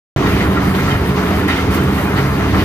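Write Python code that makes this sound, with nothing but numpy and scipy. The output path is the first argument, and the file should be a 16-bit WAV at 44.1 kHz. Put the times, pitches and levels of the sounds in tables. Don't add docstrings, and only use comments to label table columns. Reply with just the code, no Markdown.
import sys
import numpy as np
from scipy import signal
from scipy.fft import rfft, irfft, next_fast_len
from scipy.io import wavfile

SR = 44100
rng = np.random.default_rng(int(sys.argv[2]) if len(sys.argv) > 2 else 0)


def transcribe(signal):
    frames = np.atleast_2d(signal).T
    limited = np.clip(frames, -1, 1)
    pcm = np.round(limited * 32767).astype(np.int16)
    wavfile.write(sys.argv[1], SR, pcm)


N = 116424

# multiple of the engine cycle, average rms level in dB.
ENGINE_ORDERS = [(5, -38), (6, -27), (7, -28.5), (8, -33.5), (15, -31), (17, -27), (21, -34.5), (23, -28)]
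# time in seconds, rms level in dB.
ENGINE_DRONE = [(0.18, -31), (0.34, -22.5), (0.79, -20.5), (0.92, -36), (1.08, -20), (1.43, -22),
                (1.5, -28.5), (1.9, -22), (1.96, -42), (2.33, -35), (2.43, -22.5), (2.64, -27.5)]
CYCLE_HZ = 11.63
ORDER_WAVER_DB, SPEED_WAVER = 2, 0.00398

# time in seconds, rms level in dB.
BOOM_LEVEL = [(0.18, -17), (0.21, -35.5), (0.94, -20.5), (0.97, -37), (1.12, -20), (1.29, -35), (1.39, -28),
              (1.76, -33), (1.86, -16), (1.95, -33), (2.02, -25), (2.15, -26.5), (2.23, -14.5), (2.44, -33),
              (2.47, -24.5), (2.64, -27)]
BOOM_HZ, BOOM_WANDER = 137.5, 0.013

# time in seconds, level in dB before the trim,
# level of the upper part in dB (only its changes around the average count).
RUMBLE_LEVEL = [(0.18, -18.5, -5.5), (0.25, -17, -2), (0.27, -22, 2), (0.3, -16.5, -4), (0.55, -20.5, 0),
                (0.58, -28.5, 9.5), (0.62, -20, -2.5), (0.82, -24, 1), (0.84, -16.5, -6), (1.17, -24.5, 3),
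                (1.41, -18.5, -2), (1.43, -23.5, 1.5), (1.66, -23.5, 1.5), (1.69, -17, -6.5),
                (1.78, -23, 2.5), (2.15, -21.5, -1.5), (2.19, -19, -3), (2.29, -26.5, 1.5),
                (2.56, -16, -5.5), (2.64, -21, 1.5)]
# frequency in Hz, relative level in dB per Hz.
THUD_COLOUR = [(13, -52), (22, -22), (69, -6.5), (158, -7.5), (187, 0.5), (223, -11.5), (265, -8.5),
               (422, -10.5), (539, -24.5), (700, -25), (910, -35), (1540, -120)]
# frequency in Hz, width in Hz, lift in dB over the plain thuds.
SHELL_MODES = [(78.5, 85, 4), (103, 10.2, 9), (198.5, 11, 5), (268, 16, -1), (298.6, 45, 6.5),
               (384.4, 28, 3.5), (424.7, 45, 9.5)]
RUMBLE_TRIM_DB, THUDS_PER_S = 4, 1500
RUMBLE_SPLIT_HZ = (96, 290)

# time in seconds, level in dB before the trim.
RATTLE_LEVEL = [(0.18, -22.5), (0.23, -24), (0.23, -22.5), (0.26, -23.5), (0.43, -22.5), (0.7, -23.5),
                (0.93, -24), (0.95, -24), (1.16, -26.5), (1.18, -22.5), (1.41, -23), (1.47, -27.5),
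                (1.49, -22.5), (1.64, -26), (1.78, -19), (1.8, -23), (1.95, -25), (1.99, -21.5),
                (2.17, -23.5), (2.19, -19.5), (2.21, -24), (2.5, -23), (2.52, -30), (2.54, -20),
                (2.63, -22), (2.64, -33)]
# time in seconds, level in dB (its changes against the rattle level count).
TREBLE_LEVEL = [(0.18, -34), (0.27, -32.5), (0.32, -32), (0.42, -30), (0.48, -38), (0.7, -35),
                (0.73, -39.5), (0.75, -33), (0.76, -34), (0.92, -31), (0.99, -37.5), (1.1, -34.5),
                (1.14, -40.5), (1.17, -33), (1.39, -35), (1.44, -35), (1.48, -33.5), (1.49, -31),
                (1.7, -36.5), (1.76, -30.5), (1.78, -34), (1.9, -37.5), (1.96, -33.5), (2.15, -38.5),
                (2.19, -31.5), (2.3, -38), (2.34, -36), (2.52, -35), (2.6, -31.5), (2.64, -31)]
# frequency in Hz, relative level in dB per Hz.
STONE_COLOUR = [(450, -20), (600, -3.5), (900, -4.5), (1300, -4), (1600, -10.5), (1950, -9), (2400, -14.5),
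                (3050, -15.5), (3500, -19), (4500, -23), (6000, -26), (8500, -43)]
RATTLE_TRIM_DB, STONES_PER_S = 1.33, 4000
RATTLE_SPLIT_HZ = (1220, 2600)

# time in seconds, level in dB.
HISS_LEVEL = [(0.18, -46), (0.3, -37.5), (0.54, -39.5), (0.6, -45.5), (0.64, -36), (0.91, -38.5),
              (1.04, -41.5), (1.08, -36.5), (1.11, -41.5), (1.39, -36.5), (1.47, -45), (1.49, -37),
              (1.7, -44), (1.72, -38), (1.75, -28.5), (1.8, -40), (1.84, -40.5), (2.02, -35), (2.12, -42),
              (2.16, -38.5), (2.52, -40.5), (2.64, -37)]
# frequency in Hz, relative level in dB per Hz.
SAND_COLOUR = [(6500, -7), (8000, -5), (10000, -0.5), (12000, 2), (14000, 1), (16500, 2)]
GRAINS_PER_S = 11000

# start in seconds, strength in dB before the trim, length in seconds,
# centre of the modes struck in Hz.
CLANK_BLOWS = [(0.224, -13.5, 0.04, 1350), (0.261, -14.5, 0.044, 3800), (.405, -16, .04, 2100),
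               (0.452, -16, 0.053, 1100), (.566, -13, 0.024, 1050), (0.747, -17.5, 0.047, 4220),
               (.787, -14.5, 0.041, 2150), (0.877, -16, 0.093, 1520), (0.902, -16.5, 0.049, 3020),
               (1.48, -16.5, 0.08, 1880), (1.481, -14, 0.091, 4220), (1.497, -18, 0.041, 2000),
               (1.557, -20, 0.084, 3200), (1.581, -18, 0.032, 1500), (1.98, -26, 0.03, 1500),
               (2.16, -16.5, 0.057, 4040), (2.177, -20, 0.035, 1400), (2.568, -28, 0.032, 1100),
               (2.588, -16, .07, 4000)]
# frequency in Hz, average relative level in dB,
# time to die by 60 dB in seconds.
STEEL_MODES = [(1050, -3.5, 0.076), (1364, 1, 0.038), (1753, -5, 0.037), (1921, -4, 0.037),
               (2095, -6, 0.04), (2450, -8.5, 0.066), (2820, -12, 0.0089), (3090, -9, 0.022),
               (3470, -18, 0.026), (3763, -16.5, 0.052), (4110, -17.5, .035), (4540, -17.5, .035),
               (4750, -19.5, 0.037)]
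CLANK_TRIM_DB = -7.5
CLANK_FALL_DB_PER_OCTAVE = 16
CLANK_HOLD_SHARE = 0.18
STEADY_BLOWS_DB = -12.5

# start in seconds, starting level in dB before the trim.
GRIT_TICKS = [(0.3216, -48), (0.7236, -46), (0.7995, -39), (1.2774, -39), (1.4799, -32.5), (1.5727, -41),
              (1.6086, -41), (1.7104, -35), (1.8346, -35), (2.0436, -38), (2.1364, -40), (2.1733, -37),
              (2.565, -39)]
TICK_T60_S, TICK_TRIM_DB, TICK_LOW_HZ = 0.091, 5, 7900

# frequency in Hz, likeness (0 unrelated, 1 the same).
STEREO_LIKENESS = [(60, 0.96), (250, 1), (500, 0.83), (1000, 0.61), (2000, 0.76), (4000, 0.038),
                   (12000, 0.06)]
# frequency in Hz, left minus right in dB.
PORT_BALANCE = [(100, -0.5), (380, -3), (700, 1.2), (1290, 0.9), (2380, -1.4), (4400, 0.4), (8120, 5),
                (13000, -2)]
RIGHT_LAG_S, CUTOFF_HZ = .00011, 15400
START_S, START_RISE_S = 0.1618, .0004
OVERLOAD = .97


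def from_db(db):
    return 10 ** (np.asarray(db) / 20)


def rms_one(x):
    return x / np.sqrt(np.mean(x ** 2) + 1e-20)


def in_time(rows, axis=1):
    table = np.array(rows)
    return np.interp(np.arange(N) / SR, table[:, 0], table[:, axis])


def at_hz(points, hz):
    table = np.array(points)
    return np.interp(np.log(np.maximum(hz, 1)), np.log(table[:, 0]), table[:, 1])


def drift(rate_hz):
    step = 40
    r = np.exp(-2 * np.pi * step * rate_hz / SR)
    noise = rng.standard_normal(N // step + 2002)
    slow = signal.lfilter([1], [1, -2 * r, r * r], noise)[2000:]
    return np.interp(np.arange(N) / step, np.arange(len(slow)), rms_one(slow))


def impacts(per_s, size_step_db):
    shape = (2, 2, N)
    sizes = from_db(size_step_db * np.minimum(rng.exponential(1, shape), 4))
    signs = rng.choice([-1, 1], shape)
    hits = rng.random(shape) < per_s / SR
    return rms_one(sizes * signs * hits) + 1e-9


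def spread(near, far, hz):
    alike = np.clip(at_hz(STEREO_LIKENESS, hz), 0, 1)
    return np.sqrt(1 + alike) * near + np.sqrt(1 - alike) * far * [[1], [-1]]


def banded(source, colour, patchy_db, flicker_hz, split_hz, upper_db):
    low_hz, high_hz = colour[0][0], min(colour[-1][0], .45 * SR)
    edges = np.geomspace(low_hz, high_hz, int(2.5 * np.log2(high_hz / low_hz)) + 2)
    out, together = 0, drift(flicker_hz)
    for k, (low, high) in enumerate(zip(edges, edges[1:])):
        band = signal.butter(2, [low, high], "band", fs=SR, output="sos")
        near, far = signal.sosfilt(band, source[k % 2])
        hz = np.sqrt(low * high)
        upper_share = at_hz([(split_hz[0], 0), (split_hz[1], 1)], hz)
        upper_change_db = upper_share * (upper_db - upper_db.mean())
        flicker_db = patchy_db * (0.32 * together + 1.3 * drift(flicker_hz))
        gain = from_db(at_hz(colour, hz) + upper_change_db + flicker_db)
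        out = out + gain * spread(near, far, hz)
    return rms_one(out)


def engine():
    turns = np.cumsum(CYCLE_HZ * (1 + SPEED_WAVER * drift(1.42))) / SR
    orders = [(k, db + ORDER_WAVER_DB * drift(3.0)) for k, db in ENGINE_ORDERS]
    orders.append((16, in_time(ENGINE_DRONE)))
    hum = 0
    for k, db in orders:
        tone = np.sin(2 * np.pi * (k * turns + rng.random()))
        hum = hum + np.sqrt(2) * from_db(db) * tone
    return hum


def boom():
    turns = np.cumsum(BOOM_HZ * (1 + BOOM_WANDER * drift(3.7))) / SR
    return np.sqrt(2) * from_db(in_time(BOOM_LEVEL)) * np.sin(2 * np.pi * turns)


def rumble():
    upper_db = in_time(RUMBLE_LEVEL, axis=2)
    thuds = banded(impacts(THUDS_PER_S, 1.5), THUD_COLOUR, 0.81, 3.6, RUMBLE_SPLIT_HZ, upper_db)
    out = thuds
    for hz, width_hz, lift_db in SHELL_MODES:
        r = np.exp(-np.pi * width_hz / SR)
        top = np.array([1, 0, -1]) * (1 - r * r) / 2
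        bottom = [1, -2 * r * np.cos(2 * np.pi * hz / SR), r * r]
        out = out + (from_db(lift_db) - 1) * signal.lfilter(top, bottom, thuds)
    return from_db(in_time(RUMBLE_LEVEL) + RUMBLE_TRIM_DB) * rms_one(out)


def rattle():
    level_db = in_time(RATTLE_LEVEL)
    treble_db = in_time(TREBLE_LEVEL) - level_db
    stones = banded(impacts(STONES_PER_S, 1.5), STONE_COLOUR, 0.93, 7.5, RATTLE_SPLIT_HZ, treble_db)
    return from_db(level_db + RATTLE_TRIM_DB) * stones


def hiss():
    no_change = np.zeros(N)
    grains = banded(impacts(GRAINS_PER_S, -1.5), SAND_COLOUR, 0.99, 32.0, RATTLE_SPLIT_HZ, no_change)
    return from_db(in_time(HISS_LEVEL)) * grains


def ring(x, hz, t60):
    r, w = from_db(-60 / (t60 * SR)), 2 * np.pi * hz / SR
    return signal.lfilter([0, np.sin(w)], [1, -2 * r * np.cos(w), r * r], x + 1e-18)


def bursts(rows, hold_share=0):
    t = np.arange(N) / SR
    level = 0
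    for start, db, length in rows:
        falling_s = np.clip(t - start - hold_share * length, 0, 1)
        level = level + from_db(db - 20 * falling_s / max(length, .003)) * (t >= start)
    return level


def clanks():
    steady, out = from_db(in_time(RATTLE_LEVEL) + STEADY_BLOWS_DB), 0
    for hz, db, t60 in STEEL_MODES:
        rows = []
        for start, strength_db, length, centre_hz in CLANK_BLOWS:
            fall_db = CLANK_FALL_DB_PER_OCTAVE * abs(np.log2(hz / centre_hz))
            rows.append((start, strength_db + CLANK_TRIM_DB - fall_db, length))
        blows = steady + bursts(rows, CLANK_HOLD_SHARE)
        near, far = rng.standard_normal((2, N)) * blows * from_db(db + 2.5 * drift(13.0))
        ringing = spread(ring(near, hz, t60), ring(far, hz, t60), hz)
        out = out + ringing / np.sqrt(t60 * SR / 14)
    return out


def ticks():
    high_pass = signal.butter(4, TICK_LOW_HZ, "high", fs=SR, output="sos")
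    noise = signal.sosfilt(high_pass, rng.standard_normal((2, N)))
    return noise * bursts([(start, db + TICK_TRIM_DB, TICK_T60_S / 3) for start, db in GRIT_TICKS])


def scene():
    return engine() + boom() + rumble() + rattle() + hiss() + clanks() + ticks()


def record(dry):
    size = next_fast_len(N + 4096)
    hz = np.arange(size // 2 + 1) * SR / size
    tilt = from_db(at_hz(PORT_BALANCE, hz) / 2)
    right_delay = np.exp(-2j * np.pi * hz * RIGHT_LAG_S)
    ports = np.array([tilt, right_delay / tilt])
    heard = irfft(rfft(dry, size) * ports, size)[:, :N]
    started = heard * np.clip((np.arange(N) / SR - START_S) / START_RISE_S, 0, 1)
    rounded = started / (1 + (started / OVERLOAD) ** 6) ** (1 / 6)
    top_cut = signal.ellip(12, .5, 70, CUTOFF_HZ, fs=SR, output="sos")
    return signal.sosfilt(top_cut, rounded)


dry = scene()
out = record(dry)
transcribe(out)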